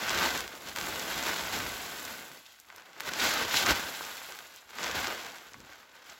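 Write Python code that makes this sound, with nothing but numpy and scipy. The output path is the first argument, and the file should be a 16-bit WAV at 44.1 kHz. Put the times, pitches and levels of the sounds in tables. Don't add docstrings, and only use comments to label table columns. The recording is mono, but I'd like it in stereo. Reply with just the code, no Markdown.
import sys
import numpy as np
from scipy import signal
from scipy.fft import rfft, irfft, next_fast_len
from scipy.io import wavfile
from scipy.ndimage import uniform_filter1d

SR = 44100
rng = np.random.default_rng(int(sys.argv[2]) if len(sys.argv) > 2 else 0)


def ratio(d):
    e = np.asarray(d, float) / 20
    return 10 ** e


def digitize_waveform(pressure):
    field = np.atleast_2d(pressure).T
    bounded = np.clip(field, -1, 1)
    quanta = np.round(bounded * 32767).astype(np.int16)
    wavfile.write(sys.argv[1], SR, quanta)


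N = 272967


def evened(x):
    return x / np.sqrt(np.mean(x ** 2) + 1e-20)


def read_spectrum(points, hz):
    f, value = np.transpose(points)
    return np.interp(np.log(hz + 1), np.log(f + 1), value)


# frequency in Hz, density in dB per Hz.
COLOUR = [(28, -55), (45, -13.5), (64, -10), (127, -4.5), (189, -9.5), (600, -4), (1500, -3.5), (2260, -5),
          (3650, -5.5), (7600, -11.5), (8350, -24.5), (8750, -26.5), (11600, -21.5), (16000, -23)]
EDGE_HZ = 16020


def band(lo_hz, hi_hz):
    hz = abs(np.fft.fftfreq(8192, 1 / SR)) + 1
    slope = (1 + (lo_hz / hz) ** 6) * (1 + (hz / hi_hz) ** 6) * (1 + (hz / EDGE_HZ) ** 200)
    log_gain = np.log(ratio(read_spectrum(COLOUR, hz)) / np.sqrt(slope) + 1e-5)
    spectrum = np.exp(np.conj(signal.hilbert(log_gain)))
    taps = np.fft.ifft(spectrum).real[:4096]
    return taps / np.linalg.norm(taps)


def through_band(x, lo_hz, hi_hz):
    return signal.oaconvolve(x, band(lo_hz, hi_hz)[None])[:, :N]


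LAG, LAG_SPREAD = 1.7, 2.9


def clicks(at, size, jitter):
    lag = np.round(LAG + LAG_SPREAD * jitter).astype(int)
    ports = [np.bincount(np.clip(place, 0, N - 1), size, N) for place in (at, at + lag)]
    return evened(np.array(ports))


def friction():
    return clicks(np.arange(N), rng.standard_normal(N), rng.standard_normal(N))


AIR_DB = -82


def air():
    return ratio(AIR_DB) * through_band(friction(), 900, 15900)


def buckles(per_s, spread_db):
    place, sign, size, a, b = rng.random((80000, 5))[:round(per_s * N / SR)].T
    strength = ratio(spread_db * np.minimum(-np.log(1 - size), 5.0))
    jitter = np.sqrt(6) * (a + b - 1)
    return clicks((place * N).astype(int), np.sign(sign - .5) * strength, jitter)


# time in seconds, effort in dB, sliding snow in dB, billow of large panels in dB.
DRAG = [(0, -38.5, -3, -1.5), (.4, -38, 1.5, 1), (.47, -47.5, 3, 1), (.745, -53, 7.5, 1.5),
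        (.77, -40.5, 5.5, 2), (1.6, -39, 4, -0.5), (2.1, -45, 7, 0.5), (2.39, -57.5, 9, 3),
        (2.46, -65, 11, -10), (2.66, -69.5, 13, -8), (2.95, -58.5, -3, -1), (3.2, -35, -9, 0),
        (3.8, -40, 5, -1), (4.3, -49, 7.5, -5.5), (4.66, -61.5, 5, -4.5), (4.832, -35, -3, -1),
        (5.52, -58.5, 4, -3.5), (6.19, -69, -5, -5)]
# peak time in seconds, effort in dB, rise in
# seconds per 10 dB, fall in seconds per 10 dB, tautness in dB.
MOVES = [(.105, -31.5, -0.15, 0.0155, 2.5), (0.261, -29, 0.18, 0.0348, -1), (.379, -41, 0.7, -0.11, 3.5),
         (.85, -44.5, -0.14, 0.21, 2.5), (.97, -47, 0.06, -0.01, -10), (1.122, -37, 0.04, 0.01, 1),
         (1.2, -42, 0.07, 0.01, 5), (1.287, -35, 0.11, 0.12, 0.5), (1.53, -33.5, -0.0847, 0.0744, 0.5),
         (3.01, -47.5, 0.05, 0.13, -1), (3.09, -34, 0.0345, -0.15, 0.5), (3.242, -31, 0.06, 0.1341, 4.5),
         (3.432, -33, 0.1456, -0.13, -0.5), (3.58, -32.5, 0.0566, 0.03, 9.5), (3.641, -37.5, 0.0644, 0, 7),
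         (3.713, -23, 0.0471, 0.0143, -1), (3.76, -34.5, 0.03, 0.0928, -0.5),
         (3.118, -35, -0.0037, -0.5, -0.5), (4.951, -35.5, 0, 0.22, 1.5), (5.076, -36.5, -0.08, 0.0757, -14),
         (.53, -49, -0.5, 0.05, -1), (0.691, -44, 0.06, 0.04, 3.5), (2.078, -46, -0.1, 0.2, 1),
          (2.33, -61, -2, 0, 4), (2.5, -61, 0.26, 0.15, 8), (2.705, -57, -0.3, 0, -5),
          (2.96, -56, -0.1, -1, -4), (4.575, -62, .05, .03, 11), (2.764, -51, 0.08, 0.12, -4.5),
          (2.854, -54, -0.08, .06, -2), (4.011, -48.5, 0.16, 0.4, 4), (4.289, -44, -0.47, .06, -11),
          (4.391, -52.5, -0.7, 0.14, -9), (5.25, -47, 0.02, 0.17, -5.5), (5.47, -52.5, 0, 0, 0.5),
          (5.702, -52.5, 0.07, .12, -0.5), (5.8, -57.5, 0.08, .08, 0), (5.96, -55, .04, .04, 1),
          (6.03, -56, 0.16, -0.7, -4), (6.09, -51.5, .06, 0.15, 1.5), (6.13, -51, .04, -0.7, -5)]
# level in dB, then dB per dB of effort, of snow, of billow, of tautness.
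FOLLOW = [
    (0, 1, -0.046, 0.053, 0.068),
    (-9, 0.9, -.1, 1.08, -0.46),
    (0, 1.0455, 0.24, 0, 1),
    (-8, 0.99, 0.99, 0.11, 1),
    (-22, 1.3, .05, 0.024, .1),
    (-13.5, 1.07, 0.28, 1.2, 0.013),
]
MIDDLE_DB = -40
ROUND_DB = 0.97


def follow():
    t = np.arange(0, N + 64, 64) / SR
    s, *drag = np.transpose(DRAG)
    effort, snow, billow = (np.interp(t, s, column) for column in drag)
    at, peak, rise, fall, taut = np.transpose(MOVES)[:, :, None]
    rising = (at - t) / np.maximum(rise, .005)
    falling = (t - at) / np.maximum(fall, .005)
    fade = 10 * np.where(t < at, rising, falling)
    fade = np.hypot(fade, ROUND_DB) - abs(ROUND_DB)
    levels = []
    for db, by_effort, by_snow, by_billow, by_taut in FOLLOW:
        steady = by_effort * (effort - MIDDLE_DB) + by_snow * snow
        tugs = by_effort * (peak - fade - MIDDLE_DB) + by_taut * taut
        total = 10 * np.log10(ratio(2 * steady) + ratio(2 * tugs).sum(0)) + by_billow * billow
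        levels.append(np.interp(np.arange(N) / SR, t, MIDDLE_DB + db + total))
    return levels


# time in seconds, level in dB, length in seconds per 10 dB.
PUFFS = [(0.135, -47, 0.13), (0.235, -47, 0.07), (0.36, -49.5, 0.1), (0.672, -60, .04), (0.824, -52, 0.1),
         (0.93, -49, 0.07), (1.223, -50, 0.18), (1.417, -53, 0.2), (1.643, -49, 0.2), (2.1, -59, 0.12),
         (3.07, -65, .05), (3.23, -39, 0), (3.455, -43, -0.04), (3.548, -40, 0), (3.693, -41.5, 0.06),
         (3.84, -52, -0.12), (4.86, -54, -0.04), (4.974, -48.5, 0.1), (5.6, -55, .07), (6.1, -67, -0.9)]
RUMBLE_DB, PUFF_TOP_DB = -78, 0.5


def boom():
    t = np.arange(N) / SR
    puffs = ratio(2 * RUMBLE_DB)
    for s, db, length in PUFFS:
        puffs = puffs + ratio(2 * db - 20 * abs(t - s) / max(length, .01))
    deep, upper = follow()[-2:]
    deep_db = 10 * np.log10(ratio(2 * deep) + puffs)
    upper_db = 10 * np.log10(ratio(2 * upper) + puffs * ratio(2 * PUFF_TOP_DB))
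    push = buckles(700, 2.2) + 0.055 * rng.standard_normal((2, N))
    deep_air = through_band(push * ratio(deep_db + 1.3), 42, 130)
    upper_air = through_band(push * ratio(upper_db + 0.5), 130, 270)
    return deep_air + upper_air


# start in seconds, frequency in Hz,
# peak level in dB, length in cycles.
THUDS = [
    (3.700, 66, -32, 2.6),
    (3.706, 190, -29, 2.4),
    (3.69, 520, -28, 2),
    (2.33, 300, -52, 3),
    (4.0091, 950, -24, 1.4),
    (5.551, 140, -54, 1.3),
    (5.565, 190, -52, 1.3),
    (5.575, 105, -52, 2.5),
    (5.63, 130, -55, 3),
]


def thuds():
    out = np.zeros(N)
    for s, hz, db, cycles in THUDS:
        turns = np.arange(0, cycles, hz / SR)
        swell = np.sin(np.pi * turns / cycles)
        at = round(s * SR)
        out[at:at + len(turns)] -= ratio(db) * np.sin(2 * np.pi * turns) * swell
    return out


CRACKLE_PER_S = 30
CRACKLE_DB, CRACKLE_SPREAD_DB = -8, 2.5
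CRACKLE_TILT_DB, CRACKLE_NEEDLE_DB = -1.5, -11.5


def crackle():
    when, size, tone, top = rng.random((round(CRACKLE_PER_S * N / SR), 4)).T
    s = .01 + when * (N / SR - .02)
    pull_db = follow()[0][(s * SR).astype(int)]
    db = pull_db + CRACKLE_DB + CRACKLE_SPREAD_DB * np.minimum(-np.log(1 - size), 2)
    tilt_db = CRACKLE_TILT_DB + 12 * (tone - .5)
    needle_db = db + CRACKLE_NEEDLE_DB + 16 * (top - .5)
    return list(zip(s, db, tilt_db, needle_db))


# time in seconds, strength in dB,
# brightness in dB per octave, level of the needle in the top band in dB.
SNAPS = [(0.0852, -35, -4, -46), (0.0945, -33, 6, -42), (0.1062, -37, -2, -44), (.206, -49, 0, -46),
         (.2275, -38, -8, -49), (0.2596, -34, 1.5, -35), (.376, -42, 11, -35), (0.4062, -35.5, 1, -37),
         (0.7616, -35, -1, -33), (0.786, -33.5, 0, -46), (0.812, -35, 0, -50.5), (0.9967, -40, 9, -42.5),
         (1.1888, -42, 5, -53), (1.203, -54, 1.5, -60), (1.2371, -43, 8, -47), (1.296, -45, -5, -40.5),
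         (3.005, -36, -2.5, -34), (3.0856, -45, -2, -44), (3.1358, -34.5, 2, -41), (3.1983, -36, 1, -52),
         (3.2635, -38, -1.5, -46), (3.5425, -32.5, -6.5, -58), (3.6621, -31, 4, -40), (3.667, -29, -3, -38),
         (4.7857, -38, -3, -65), (4.8434, -35, 0, -54), (4.913, -36, 1, -54), (5.044, -37, -5.5, -45),
         (5.0706, -32.5, 0, -55), (5.1354, -51, 2, -47),
         (.4779, -40.5, 0, -47), (.6869, -43.5, 4, -43.5), (.6949, -42, 2, -51), (1.6638, -40.5, -4, -52.5),
         (2.052, -45, 8, -38.5), (2.3163, -50.5, -2, -53), (2.5999, -61, 13.5, -44), (2.702, -51, -6, -78),
         (2.7475, -62, -5, -80), (2.7614, -55, 7, -44), (2.7818, -53, -4, -72), (2.821, -56, -1, -71),
         (2.9322, -55, 0, -76), (2.9654, -63, -12, -68), (2.9999, -42.5, 0, -49), (3.8676, -68, -4, -56),
         (4.0504, -46, 8, -52), (4.3221, -44, 0, -62), (4.3887, -44, -1, -44), (4.5613, -62, 18, -45),
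         (4.6924, -55.5, -4, -75), (4.7064, -50, -1, -82), (4.7326, -55, -8, -74), (5.2115, -52, -3, -63),
         (5.3838, -50, 1, -55), (5.5344, -49, 4, -58), (5.5431, -53, -9, -69), (5.6032, -55, 7, -59),
         (5.725, -54.5, -5.5, -66), (6.0982, -52, 9.5, -71)]
# low edge in Hz, high edge in Hz, trim in dB.
SNAP_BANDS = [(700, 2500, 1.0), (2500, 5000, 1.5), (5000, 8200, 3.0), (8700, 15900, 6.0)]
CREASE_HZ = 3300


def snaps(fade_s=.001, lead=2.0):
    size = 512
    t, hz = np.arange(size) / SR, np.fft.rfftfreq(size, 1 / SR)
    creases = SNAPS + crackle()
    splinters = rng.standard_normal((len(creases), size)) * np.exp(-t / fade_s)
    splinters[:, 0] = lead * np.sign(splinters[:, 0])
    timing = np.exp(1j * np.angle(rfft(splinters)))
    octaves = np.log2([np.sqrt(lo * hi) / CREASE_HZ for lo, hi, _ in SNAP_BANDS[:-1]])
    out = np.zeros((2, N + 2 * size))
    for (s, peak_db, tilt_db, needle_db), phase in zip(creases, timing):
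        levels = [*(peak_db + tilt_db * octaves), needle_db]
        colour = [(200, -120), (16100, -140)]
        for (lo, hi, trim_db), level_db in zip(SNAP_BANDS, levels):
            density_db = level_db + trim_db + 10 * np.log10(50 * SR / (hi - lo))
            colour += [(lo * 1.1, density_db), (hi / 1.05, density_db)]
        snap = np.roll(irfft(ratio(read_spectrum(sorted(colour), hz)) * phase), 64)
        for port in (0, 1):
            at = round(s * SR) - 60 + port * round(LAG)
            out[port, at:at + size] += snap
    return out[:, :N]


def clumps(per_s=70.0, fade_s=0.004, drift_s=0.01, pull_s=0.095):
    step = 32
    fire, size, noise = rng.random((3, N // step + 2))
    starts = size * (fire < per_s * step / SR)
    slides = signal.lfilter([1], [1, -np.exp(-step / (fade_s * SR))], starts)
    wander = uniform_filter1d(noise - .5, max(round(drift_s * SR / step), 1))
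    both = evened(slides - slides.mean()) + 0.26 * evened(wander)
    both = both - uniform_filter1d(both, round(pull_s * SR / step))
    return np.interp(np.arange(N) / step, np.arange(len(both)), evened(both))


# low edge in Hz, high edge in Hz, buckles per second, size spread in dB,
# share of sheet-wide buckles from 0 to 1, clumping in dB, smooth friction from 0 to 1, trim in dB.
LAYERS = [
    (652, 3020, 5000, 2, 0.29, 1.24, 0.48, -0.11),
    (247, 830, 2500, 2, 0.44, 1.63, 0.24, 2),
    (2600, 8400, 9000, 1, 0.3, 1.7, 0.72, 0.2),
    (9260, 14100, 7000, 5.5, 0.5, 1.5, 0.71, 1.5),
]


def sheet():
    levels = follow()
    sparse = np.clip(1.1 - .015 * (levels[0] + 42), .9, 1.35)
    wide, avalanche, rub, out = buckles(3000, 2.0), clumps(), friction(), snaps()
    for (lo, hi, per_s, spread_db, share, clump_db, smooth, trim_db), db in zip(LAYERS, levels):
        share, smooth = np.clip([share, smooth], 0, 1)
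        grains = share * wide + np.sqrt(1 - share ** 2) * buckles(per_s, spread_db)
        drive = np.sqrt(1 - smooth ** 2) * grains + smooth * rub
        bursts = 0.52 * avalanche + 0.5 * clumps()
        drive = evened(drive * ratio(clump_db * sparse * bursts))
        out = out + through_band(drive * ratio(db + trim_db), lo, hi)
    return out


def yard(x, wet_db=-12.0, fade_s=.009, turn_s=.35):
    t, wet = np.arange(2500) / SR, 0
    for k in range(6):
        taps = rng.standard_normal((2, len(t))) * np.exp(-t / fade_s) * (t > .001)
        taps = taps[0] + 0.53 * np.array([taps[1], -taps[1]])
        taps = taps / np.linalg.norm(taps[0])
        turn = (np.arange(N) / SR / turn_s * 6 - k) % 6 - 1
        window = np.cos(np.pi / 2 * np.clip(turn, -1, 1))
        wet = wet + signal.oaconvolve(x * window, taps, axes=1)[:, :N]
    return (x + ratio(wet_db) * wet) / np.sqrt(1 + ratio(2 * wet_db))


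def scene():
    return yard(sheet()) + boom() + thuds() + air()


def band_limit(x):
    return signal.sosfilt(signal.butter(12, 16830, fs=SR, output="sos"), x)


# frequency in Hz, width in Hz, level in dB.
HOUSING = [(1535, 130, -4.0), (2035, 50, -3.0)]
# frequency in Hz, left-right difference in dB.
LEAN = [(60, 0), (240, -0.5), (950, 0), (3770, -1.5), (15000, 0.5)]


def record(dry):
    x = dry.copy()
    for hz, width_hz, db in HOUSING:
        x += ratio(db) * signal.lfilter(*signal.iirpeak(hz, hz / width_hz, SR), dry)
    size = next_fast_len(N)
    lean = read_spectrum(LEAN, np.fft.rfftfreq(size, 1 / SR)) / 2
    x = irfft(rfft(x, size) * ratio(np.array([lean, -lean])), size)[:, :N]
    return band_limit(x)


dry = scene()
out = record(dry)
digitize_waveform(out)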